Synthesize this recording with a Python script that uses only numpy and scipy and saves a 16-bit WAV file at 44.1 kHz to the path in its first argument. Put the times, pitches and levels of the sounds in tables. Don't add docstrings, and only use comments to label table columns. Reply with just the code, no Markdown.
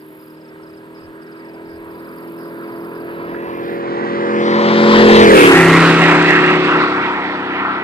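import sys
import numpy as np
from scipy import signal
from scipy.fft import rfft, irfft, next_fast_len
from scipy.io import wavfile
from scipy.ndimage import uniform_filter1d, map_coordinates

SR = 44100
rng = np.random.default_rng(int(sys.argv[2]) if len(sys.argv) > 2 else 0)


def persist_wave(psi):
    counts = np.round(np.clip(psi, -1, 1) * 32767).astype(np.int16)
    wavfile.write(sys.argv[1], SR, np.atleast_2d(counts).T)


N = 345303

SPEED_M_S, SOUND_M_S = 48.5, 343
PASS_S, MISS_M = 5.401, 5.4
LIFT_S, LIFT_TAKES_S = 6.78, 0.41
# (time [s], engine cycle rate [Hz])
REVS = [(0, 33.62), (1.6, 35.35), (5.0, 37.6), (6.0, 37.88), (6.9, 38.09), (7.4, 37.57), (7.83, 37.34)]
# (order of the engine cycle, relative level [dB])
NOTE_FAR = [(1, -44), (2, -40), (3, -23), (4, -11), (5, -15), (6, -9.5), (7, -16), (8, 0), (9, -11.5),
            (10, -4.5), (11, -14.5), (12, -17), (13, -12), (14, -19), (15, -30), (16, -16.5)]
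NOTE_NEAR = [(1, -54), (2, -33), (3, -19.5), (4, -11.5), (5, -27), (6, -11.5), (7, -11), (8, 0), (9, -4.5),
             (10, -15), (11, -2), (12, -25), (13, -1.5), (14, -35), (15, -29), (16, -16.5)]
NOTE_FRONT_QUARTER = [(1, -46), (2, -38), (3, -14.5), (4, -18), (5, -30), (6, -13), (7, -11), (8, 2),
                      (9, -1.5), (10, 0), (11, 0), (12, -24), (13, -3), (14, -17), (15, -20), (16, -8.5)]
NOTE_ABEAM = [(1, -42), (2, -36), (3, -18), (4, -20), (5, -13), (6, -15), (7, -8), (8, 0.5), (9, -6),
              (10, 0.5), (11, -1.5), (12, -13), (13, 2), (14, -12), (15, -15), (16, -15)]
NOTE_REAR_QUARTER = [(1, -44), (2, -30), (3, -16), (4, -11.5), (5, -31), (6, -21), (7, -22), (8, -1.5),
                     (9, -1), (10, 0), (11, 3), (12, -9), (13, -4.5), (14, -14), (15, -22), (16, -9.5)]
NOTE_REAR = [(1, -47), (2, -38), (3, -26), (4, -18.5), (5, -19.5), (6, -17), (7, -18), (8, -11), (9, 0),
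             (10, -12), (11, 0.5), (12, -11), (13, -16), (14, -12), (15, -29), (16, -11.5)]
NOTE_LIFTED = [(1, -42), (2, -29), (3, -16.5), (4, -13.5), (5, -14.5), (6, -1), (7, -19), (8, -1), (9, 2),
               (10, -12), (11, 3), (12, -13.5), (13, -13), (14, -10.5), (15, -9), (16, -24)]
BEAM_CHANGES = [(-153, -45), (-27, -18), (-6.5, -3.5), (1, 8), (14, 24)]
# (order, time [s])
PIPE_NULLS = [(5, 5.39), (5, 5.52), (13, 5.61), (9, 5.64), (11, 5.815)]
# (frequency [Hz], relative level [dB])
ROAR_FAR = [(60, -28), (150, 2), (400, 6), (760, -2), (1000, 1), (1250, -1.5), (1600, -2), (2100, -6),
            (3200, -25.5), (4800, -26), (6500, -72)]
ROAR_NEAR = [(60, -38), (160, -1), (320, 2.5), (480, -2), (700, -1), (900, 0), (1400, -4.5), (2000, -2.5),
             (2600, -17.5), (4800, -33), (6500, -36)]
ROAR_ABEAM = [(60, -22), (160, -5), (300, 3.5), (480, 8.5), (750, 0), (1200, 1.5), (2000, 6), (2700, -2.5),
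              (3400, -8.5), (4800, -36), (6500, -18.5)]
ROAR_REAR = [(60, -46), (160, -3), (300, -1.5), (480, -2.5), (850, -2.5), (1100, 1), (1220, 0.5), (1340, 2),
             (1500, -1), (1950, 2.5), (2350, -4.5), (2750, -3), (3200, -28), (6500, -62)]
ROAR_LIFTED = [(60, -39), (110, -14), (300, 0.5), (550, -2.5), (950, 4.5), (1150, 1), (1350, 1.5),
               (1600, 0), (2100, -1.5), (2700, -8), (4800, -33.5), (6500, -63)]
# (frequency [Hz], relative level [dB])
TREAD_TONES = [(1502, -0.5), (1551, 0.5), (1580, -5), (2067, -4.5), (2118, -9.5), (2239, -3.5)]
# (frequency [Hz], relative level [dB])
AIR_SPECTRUM = [(1800, -22), (3000, 3.5), (3800, 2), (4800, -3.5), (6000, -15.5), (8000, -42)]
GRIT_SPECTRUM = [(4000, 5), (6500, -1.5), (9000, 1.5), (12300, -1), (13300, -29)]
# (relative level close by [dB], reach [m], fall beyond it [dB per decade])
NOTE_CARRY = [(-5, 23.8, 32.5), (-8, 6.8, 9)]
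DRONE_CARRY = [(-7, 70, 157), (-10.5, 36, 72)]
ROAR_CARRY = [(-12, 38.16, 41.46), (-11, 46.6, 27.7)]
TREAD_CARRY = [(-33, 57, 71), (-25.5, 57, 33)]
AIR_CARRY = [(-18, 45.4, 96), (-26, 87, 85)]
GRIT_CARRY = [(-31, 15.6, 60), (-28.5, 33, 85)]
# (time [s], half length [s], centre [Hz], half width [octaves], gain [dB])
SURGES = [(2.8, 0.33, 2095, 0.42, -3.5), (3.5, 0.37, 1453, 0.2, -2.5), (3.5, 0.23, 2380, 0.33, 0.5),
          (4.2, 0.15, 1810, 0.17, 1.5), (4.25, 0.11, 3840, 0.56, -4), (4.602, 0.28, 1190, 0.26, 3),
          (4.357, 0.072, 2200, 0.2, 3.5), (5.224, 0.059, 3260, 0.4, -1), (6.096, 0.037, 1350, 0.38, 4),
          (6.303, 0.066, 1960, 0.43, 6), (6.423, 0.05, 1200, 0.58, 2.5), (6.777, 0.11, 1260, 0.65, 3.5),
          (7.258, 0.13, 1900, 0.24, 4.5), (7.42, 0.13, 1300, 0.28, -1), (7.658, 0.092, 1320, 0.8, 8)]
# (direction [deg], frequency [Hz], gain [dB])
NOTCH = [(40, 1900, -3), (65, 1930, -9), (92, 1930, -13), (114.5, 2650, -15), (129.6, 5300, -2),
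         (139, 12000, 0)]
# (frequency [Hz], left minus right [dB])
SHADE_RIGHT = [(200, 2.5), (700, 1), (1400, 2.5), (1900, -2), (2300, -3.5), (2800, -7.5), (3500, -13),
               (4400, -5.5), (5200, -1), (7000, 0.5)]
SHADE_FRONT = [(150, -0.5), (400, -0.5), (750, -2), (1300, -3), (1700, -5), (2600, 8.5), (3500, 6),
               (5000, -1.5)]
SHADE_LEFT = [(200, -0.5), (450, 0.5), (700, 0), (1000, -4), (1800, -0.5), (2500, 3.5), (3300, 5.5),
              (5500, 3), (8000, 2)]
SHADE_BEHIND = [(200, 1), (450, -1.5), (800, 4), (1500, 8), (2100, 6), (2700, -0.5), (3500, -4),
                (5000, -11), (8000, -8)]
SHADE_DEG = [-19.5, 29, 116, 146]
# (time [s], half length [s], level [dB])
GUSTS = [(1.06, 0.054, -52), (1.851, 0.27, -53.5), (3.4, 0.47, -55.5), (5.19, 0.1, -32), (5.58, 0.25, -41)]
# (start [s], end [s], stroke rate [Hz], level [dB])
CHIRPS = [(0, 0.023, 50, -56), (0.19, .52, 28, -57), (0.616, .8, 26.5, -56), (0.945, 1.06, 51, -54.5),
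          (1.215, 1.55, 22, -55), (1.652, 1.78, 60, -56), (1.895, 2.3, 21.4, -56.5), (2.37, 2.488, 58, -55),
          (2.637, 2.88, 24.5, -55.5), (2.942, 3.04, 35, -56), (3.238, 3.36, 56, -61)]
# (start [s], end [s], level [dB])
BUZZES = [(-.6, 0.26, -55.5), (0, 3.1, -63.5), (1.65, 3.74, -57), (6.9, 8.7, -71.5)]
# (time [s], half length [s], level [dB])
CRACKLES = [(5.4, .045, -31), (5.78, .04, -45), (6.09, 0.023, -56), (6.302, .016, -50)]
# (frequency [Hz], relative level [dB])
WIND_SPECTRUM = [(15, 7), (40, -10.5), (80, 16.5), (130, 9.5), (250, -26), (600, -50)]
RASP_SPECTRUM = [(7000, -30), (9800, 0), (11000, 3), (12600, 7), (14200, 0), (16000, -24)]
TRILL_SPECTRUM = [(7600, -23), (8150, -6), (8450, -3), (8900, -12)]
GRASS_SPECTRUM = [(100, -23.5), (1000, 7), (3000, 11.5), (5000, 4), (6200, -9.5), (8300, 1.5),
                  (10000, -5.5), (14000, -18.5)]
CRACKLE_SPECTRUM = [(2500, -14), (6000, -7), (9000, 10), (12000, 0), (14000, -13)]


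def undb(db):
    return 10 ** (np.asarray(db) / 20)


def ramp(x, start, end):
    return np.clip((x - start) / (end - start), 0, 1)


def noise():
    return rng.standard_normal(N)


def walk(rate):
    hold = max(int(SR / rate), 2)
    steps = np.repeat(rng.standard_normal(N // hold + 1), hold)
    return 1.3 * uniform_filter1d(uniform_filter1d(steps, hold), hold)[:N]


def shape(x, points):
    size = next_fast_len(N)
    hz, db = np.transpose(points)
    f = np.arange(size // 2 + 1) * SR / size
    gain = undb(np.interp(np.log(f + 1), np.log(hz), db))
    return irfft(rfft(x, size) * gain, size)[..., :N]


def colour(x, points, band=slice(None)):
    points = np.vstack([points, (2 * points[-1][0], points[-1][1] - 20)])
    power = undb(np.interp(np.log(np.arange(SR // 2) + 1), np.log(points[:, 0]), points[:, 1])) ** 2
    return shape(x, points) / np.sqrt(power[band].sum() / len(power))


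def spread(x, share):
    return np.sqrt(1 - share) * x + np.sqrt(share) * np.array([noise(), noise()])


def drive_by():
    mach = SPEED_M_S / SOUND_M_S
    present_m = SPEED_M_S * (np.arange(N) / SR - PASS_S) + mach * MISS_M
    squeeze = 1 - mach ** 2
    distance = (np.sqrt(present_m ** 2 + squeeze * MISS_M ** 2) - mach * present_m) / squeeze
    return present_m - mach * distance, distance


def going(along, early_m=0.76, turn_m=2.1):
    return (1 + np.tanh((along + early_m) / turn_m)) / 2


def lifted_off():
    return ramp(np.arange(N) / SR, LIFT_S, LIFT_S + LIFT_TAKES_S)


def carried(path, carry, abeam_db=0, lift_db=0):
    along, distance = path
    nose, tail = (db - fall * np.log10(np.hypot(1, distance / reach)) for db, reach, fall in carry)
    facing = nose + (tail - nose) * going(along)
    return facing + abeam_db * (MISS_M / distance) ** 2 + lift_db * lifted_off()


def beams(along):
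    changes = [ramp(along, start, end) for start, end in BEAM_CHANGES]
    reached = np.array([np.ones(N), *changes, lifted_off(), np.zeros(N)])
    return reached[:-1] - reached[1:]


def pipes_cancel(order, half_s=0.06):
    t, gain = np.arange(N) / SR, 1
    for cancelled, s in PIPE_NULLS:
        if round(cancelled) == order:
            gain = gain * np.tanh((t - s) / half_s)
    return gain


def exhaust_note(cycle, along, note_db, drone_db, waver_db=1.27):
    notes = [NOTE_FAR, NOTE_NEAR, NOTE_FRONT_QUARTER, NOTE_ABEAM,
             NOTE_REAR_QUARTER, NOTE_REAR, NOTE_LIFTED]
    strength = undb(np.array(notes)[:, :, 1])
    strength /= np.sqrt(np.sum(strength[:, 5:14] ** 2, axis=1, keepdims=True))
    note, views, out = undb(note_db), beams(along), 0
    slip_rad = 0.016 + 0.022 * lifted_off()
    for order, by_view in enumerate(strength.T, 1):
        size = note * (by_view @ views) * undb(waver_db * walk(9))
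        if order == 5:
            size = size + undb(drone_db + 0.63 * walk(16))
        scatter = slip_rad * order * walk(45)
        lag = 0.09 * order ** 2
        out = out + size * pipes_cancel(order) * np.sin(2 * np.pi * (order * cycle - lag) + scatter)
    return np.sqrt(2) * out


def aspects(path, near_m=48, far_m=142):
    along, distance = path
    flank = 0.59 * (1 - ramp(distance, 2.9, 42))
    nose, tail = (1 - flank) * (1 - going(along)), (1 - flank) * going(along)
    far, lifted = ramp(distance, near_m, far_m), lifted_off()
    return np.array([nose * far, nose * (1 - far), flank, tail * (1 - lifted), tail * lifted])


def exhaust_roar(cycle, views, repeat=0.25, depth=0.095, lope=0.073, flutter_db=0.47):
    pattern = rng.standard_normal(1024)
    place = (cycle + .002 * walk(20)) % 1 * len(pattern)
    gas = np.sqrt(repeat) * pattern[place.astype(int) % len(pattern)] + np.sqrt(1 - repeat) * noise()
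    firing = np.cos(2 * np.pi * 8 * cycle)
    banks = (np.cos(2 * np.pi * cycle) + np.cos(4 * np.pi * cycle + 1) + np.cos(6 * np.pi * cycle)) / 2
    puffs = np.exp(depth * firing + lope * banks)
    gas = spread(gas, share=0.12) * puffs / np.sqrt(np.mean(puffs ** 2))
    spectra = [ROAR_FAR, ROAR_NEAR, ROAR_ABEAM, ROAR_REAR, ROAR_LIFTED]
    roar = sum(view * colour(gas, points, band=slice(700, 2800)) for view, points in zip(views, spectra))
    return roar * undb(flutter_db * walk(22))


def comb(x, delay_ms, strength):
    now = np.arange(N)
    echo = np.interp(now - delay_ms * SR / 1000, now, x)
    return (x + strength * echo) / np.sqrt(1 + strength ** 2)


def road_echo(x, strength=0.2, delay_ms=0.918, wander=0.29):
    path_ms = delay_ms * np.exp(wander * walk(5))
    return np.array([comb(port, path_ms, strength) for port in x])


def eddies(x, patchy_db=1.5, patch_hz=16):
    f, t, bins = signal.stft(x, SR, nperseg=512)
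    octave = np.log2(f[:, None] + 1)
    gain_db = sum(db * np.exp(-((t - s) / half) ** 2 - ((octave - np.log2(hz)) / width) ** 2)
                  for s, half, hz, width, db in SURGES)
    for centre in np.arange(9.5, 12.1, .5):
        swell_db = patchy_db * np.interp(t * SR, np.arange(N), walk(patch_hz))
        gain_db = gain_db + swell_db * np.exp(-(3 * (octave - centre)) ** 2)
    return signal.istft(bins * undb(gain_db), SR)[1][..., :N]


def off_axis(along, start_s=2.855, end_s=5.12, start_deg=31.2, end_deg=157.8):
    turned = (1 - np.cos(np.pi * ramp(np.arange(N) / SR, start_s, end_s))) / 2
    aim = np.radians(start_deg + (end_deg - start_deg) * turned)
    return aim - np.arctan2(MISS_M, -along)


def holder_echo(x, along, angle, right_share=0.7, near_m=45, far_m=70):
    delay_ms = 2.62 + 0.57 * np.cos(angle)
    strength = 0.11 + 0.2 * ramp(-along, near_m, far_m)
    return np.array([comb(x[0], delay_ms, strength), comb(x[1], delay_ms, right_share * strength)])


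def notched(x, angle, octaves=0.17):
    f, t, bins = signal.stft(x, SR, nperseg=512)
    deg = np.interp(t, np.arange(N) / SR, np.degrees(angle))
    at_deg, hz, db = np.transpose(NOTCH)
    away = np.log2((f[:, None] + 1) / np.interp(deg, at_deg, hz)) / octaves
    gain_db = np.interp(deg, at_deg, db) * np.exp(-away ** 2)
    return signal.istft(bins * undb(gain_db), SR)[1][:N]


def ports(sound, angle, gap_ms=0.44):
    shift = gap_ms * np.sin(angle) * SR / 1000 / 2
    shades = [SHADE_RIGHT, SHADE_FRONT, SHADE_LEFT, SHADE_BEHIND]
    shares = [np.interp(np.degrees(angle), SHADE_DEG, row) for row in np.eye(len(shades))]
    out = []
    for x, side in ((notched(sound[0], angle), 1), (sound[1], -1)):
        shaded = sum(share * shape(x, np.array(shade) * (1, side / 2))
                     for share, shade in zip(shares, shades))
        out.append(map_coordinates(shaded, [np.arange(N) + side * shift], order=3, mode="nearest"))
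    return np.array(out)


def car():
    path = along, distance = drive_by()
    revs = np.interp(np.arange(N) / SR, *np.transpose(REVS))
    doppler = 1 / (1 + SPEED_M_S / SOUND_M_S * along / distance)
    cycle = np.cumsum(revs * doppler) / SR
    angle = off_axis(along)
    note_db = carried(path, NOTE_CARRY, abeam_db=1.5, lift_db=-9.0)
    drone_db = carried(path, DRONE_CARRY, abeam_db=-9, lift_db=-12)
    roar_db = carried(path, ROAR_CARRY, abeam_db=1.5, lift_db=-3.5)
    roar = road_echo(exhaust_roar(cycle, aspects(path))) * undb(roar_db)
    whine = tread(doppler) * undb(carried(path, TREAD_CARRY))
    noises = holder_echo(eddies(roar + whine + rush(path)), along, angle)
    return ports(exhaust_note(cycle, along, note_db, drone_db) + noises, angle)


def swells(table):
    t = np.arange(N) / SR
    return sum(undb(db) * np.exp(-((t - s) / half) ** 2) for s, half, db in table)


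def wind(breeze_db=-63, lull_db=2, buffet_db=0.5):
    flow = undb(breeze_db + lull_db * walk(3)) + swells(GUSTS)
    return colour(spread(noise(), share=0.26), WIND_SPECTRUM) * flow * undb(buffet_db * walk(5.7))


def cricket(stroke_s=0.0284, high_hz=5270, low_hz=4550, gain_db=2.0, scrape_rad=0.86):
    out = np.zeros((2, N + SR))
    progress = np.linspace(0, 1, int(stroke_s * SR))
    glide_hz = high_hz + (low_hz - high_hz) * progress
    wobble = scrape_rad * np.array([walk(700), walk(700)])
    for start, end, stroke_rate, db in CHIRPS:
        for s in np.arange(start, end - stroke_s / 2, 1 / stroke_rate):
            detune, swell_db, late = rng.standard_normal(3)
            phase = 2 * np.pi * np.cumsum(glide_hz * (1 + 0.019 * detune)) / SR
            onset = max(int((s + .004 * late) * SR), 0)
            span = slice(onset, onset + len(progress))
            stroke = np.sin(phase + rng.normal(0, 1, (2, 1)) + wobble[:, span])
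            out[:, span] += undb(db + gain_db + swell_db) * np.sin(np.pi * progress) * stroke
    return out[:, :N]


def strokes(rate_hz, sharp, unsteady=0.018):
    phase = np.cumsum(rate_hz * (1 + unsteady * walk(4.06))) / SR
    swell = np.exp(sharp * np.cos(2 * np.pi * phase))
    return swell / np.sqrt(np.mean(swell ** 2))


def grasshopper(rise_s=0.52, fall_s=0.12, rough_db=0.7):
    t = np.arange(N) / SR
    buzz = sum(undb(db) * ramp(t, start, start + rise_s) * (1 - ramp(t, end, end + fall_s))
               for start, end, db in BUZZES)
    rasp = spread(noise(), share=1.0) * undb(rough_db * walk(180))
    return colour(rasp, RASP_SPECTRUM) * buzz * strokes(rate_hz=45.2, sharp=0.36)


def dry_grass(level_db=-59):
    return colour(spread(noise(), share=0.51), GRASS_SPECTRUM) * undb(level_db)


def small_cricket(start_s=0.23, end_s=2.9, fade_s=0.35, level_db=-68):
    t = np.arange(N) / SR
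    singing = ramp(t, start_s, start_s + fade_s) * (1 - ramp(t, end_s, end_s + fade_s))
    band = colour(spread(noise(), share=1.0), TRILL_SPECTRUM)
    return band * strokes(rate_hz=13.0, sharp=0.78) * singing * undb(level_db)


def tread(doppler, blur_rad=0.79, waver_db=2.5):
    clock = np.cumsum(doppler) / SR
    return sum(undb(db + waver_db * walk(12)) * np.sin(2 * np.pi * hz * clock + blur_rad * walk(25))
               for hz, db in TREAD_TONES)


def rush(path, grain_db=3, dull_m=45):
    along, distance = path
    air_db = carried(path, AIR_CARRY, abeam_db=-14.0, lift_db=-4.5)
    grit_db = carried(path, GRIT_CARRY, abeam_db=8.0)
    scattered = 0.13 + 0.55 * going(along)
    air = colour(spread(noise(), share=scattered), AIR_SPECTRUM) * undb(air_db + walk(30))
    grains = spread(noise(), share=1.0) * undb(grain_db * walk(900))
    grit = colour(grains, GRIT_SPECTRUM) * undb(grit_db)
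    dulled = shape(grit, [(8000, 12.0), (10000, -15.0), (12500, -32)])
    return air + grit + (dulled - grit) * ramp(distance, MISS_M, dull_m)


def hand_knock(at_s=3.345, level_db=-29, decay_s=0.0088):
    age = np.arange(N) / SR - at_s
    knock = spread(noise(), share=0.41) * (age >= 0) * np.exp(-abs(age) / decay_s)
    return colour(knock, [(700, -23), (1200, 1), (1700, 4), (2200, -13), (4000, -48)]) * undb(level_db)


def crackle(grain_db=5):
    grains = undb(grain_db * walk(700))
    grains /= np.sqrt(np.mean(grains ** 2))
    return colour(spread(noise(), share=0.85) * grains, CRACKLE_SPECTRUM) * swells(CRACKLES)


def scene():
    return (car() + wind() + cricket() + grasshopper() + dry_grass() + small_cricket()
            + hand_knock() + crackle())


def record(dry, gain_db=0.04, top_hz=14300):
    x = dry * undb(gain_db)
    flattened = x / (1 + x ** 30) ** (1 / 30)
    return signal.sosfilt(signal.ellip(8, .2, 70, top_hz, fs=SR, output="sos"), flattened)


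dry = scene()
out = record(dry)
persist_wave(out)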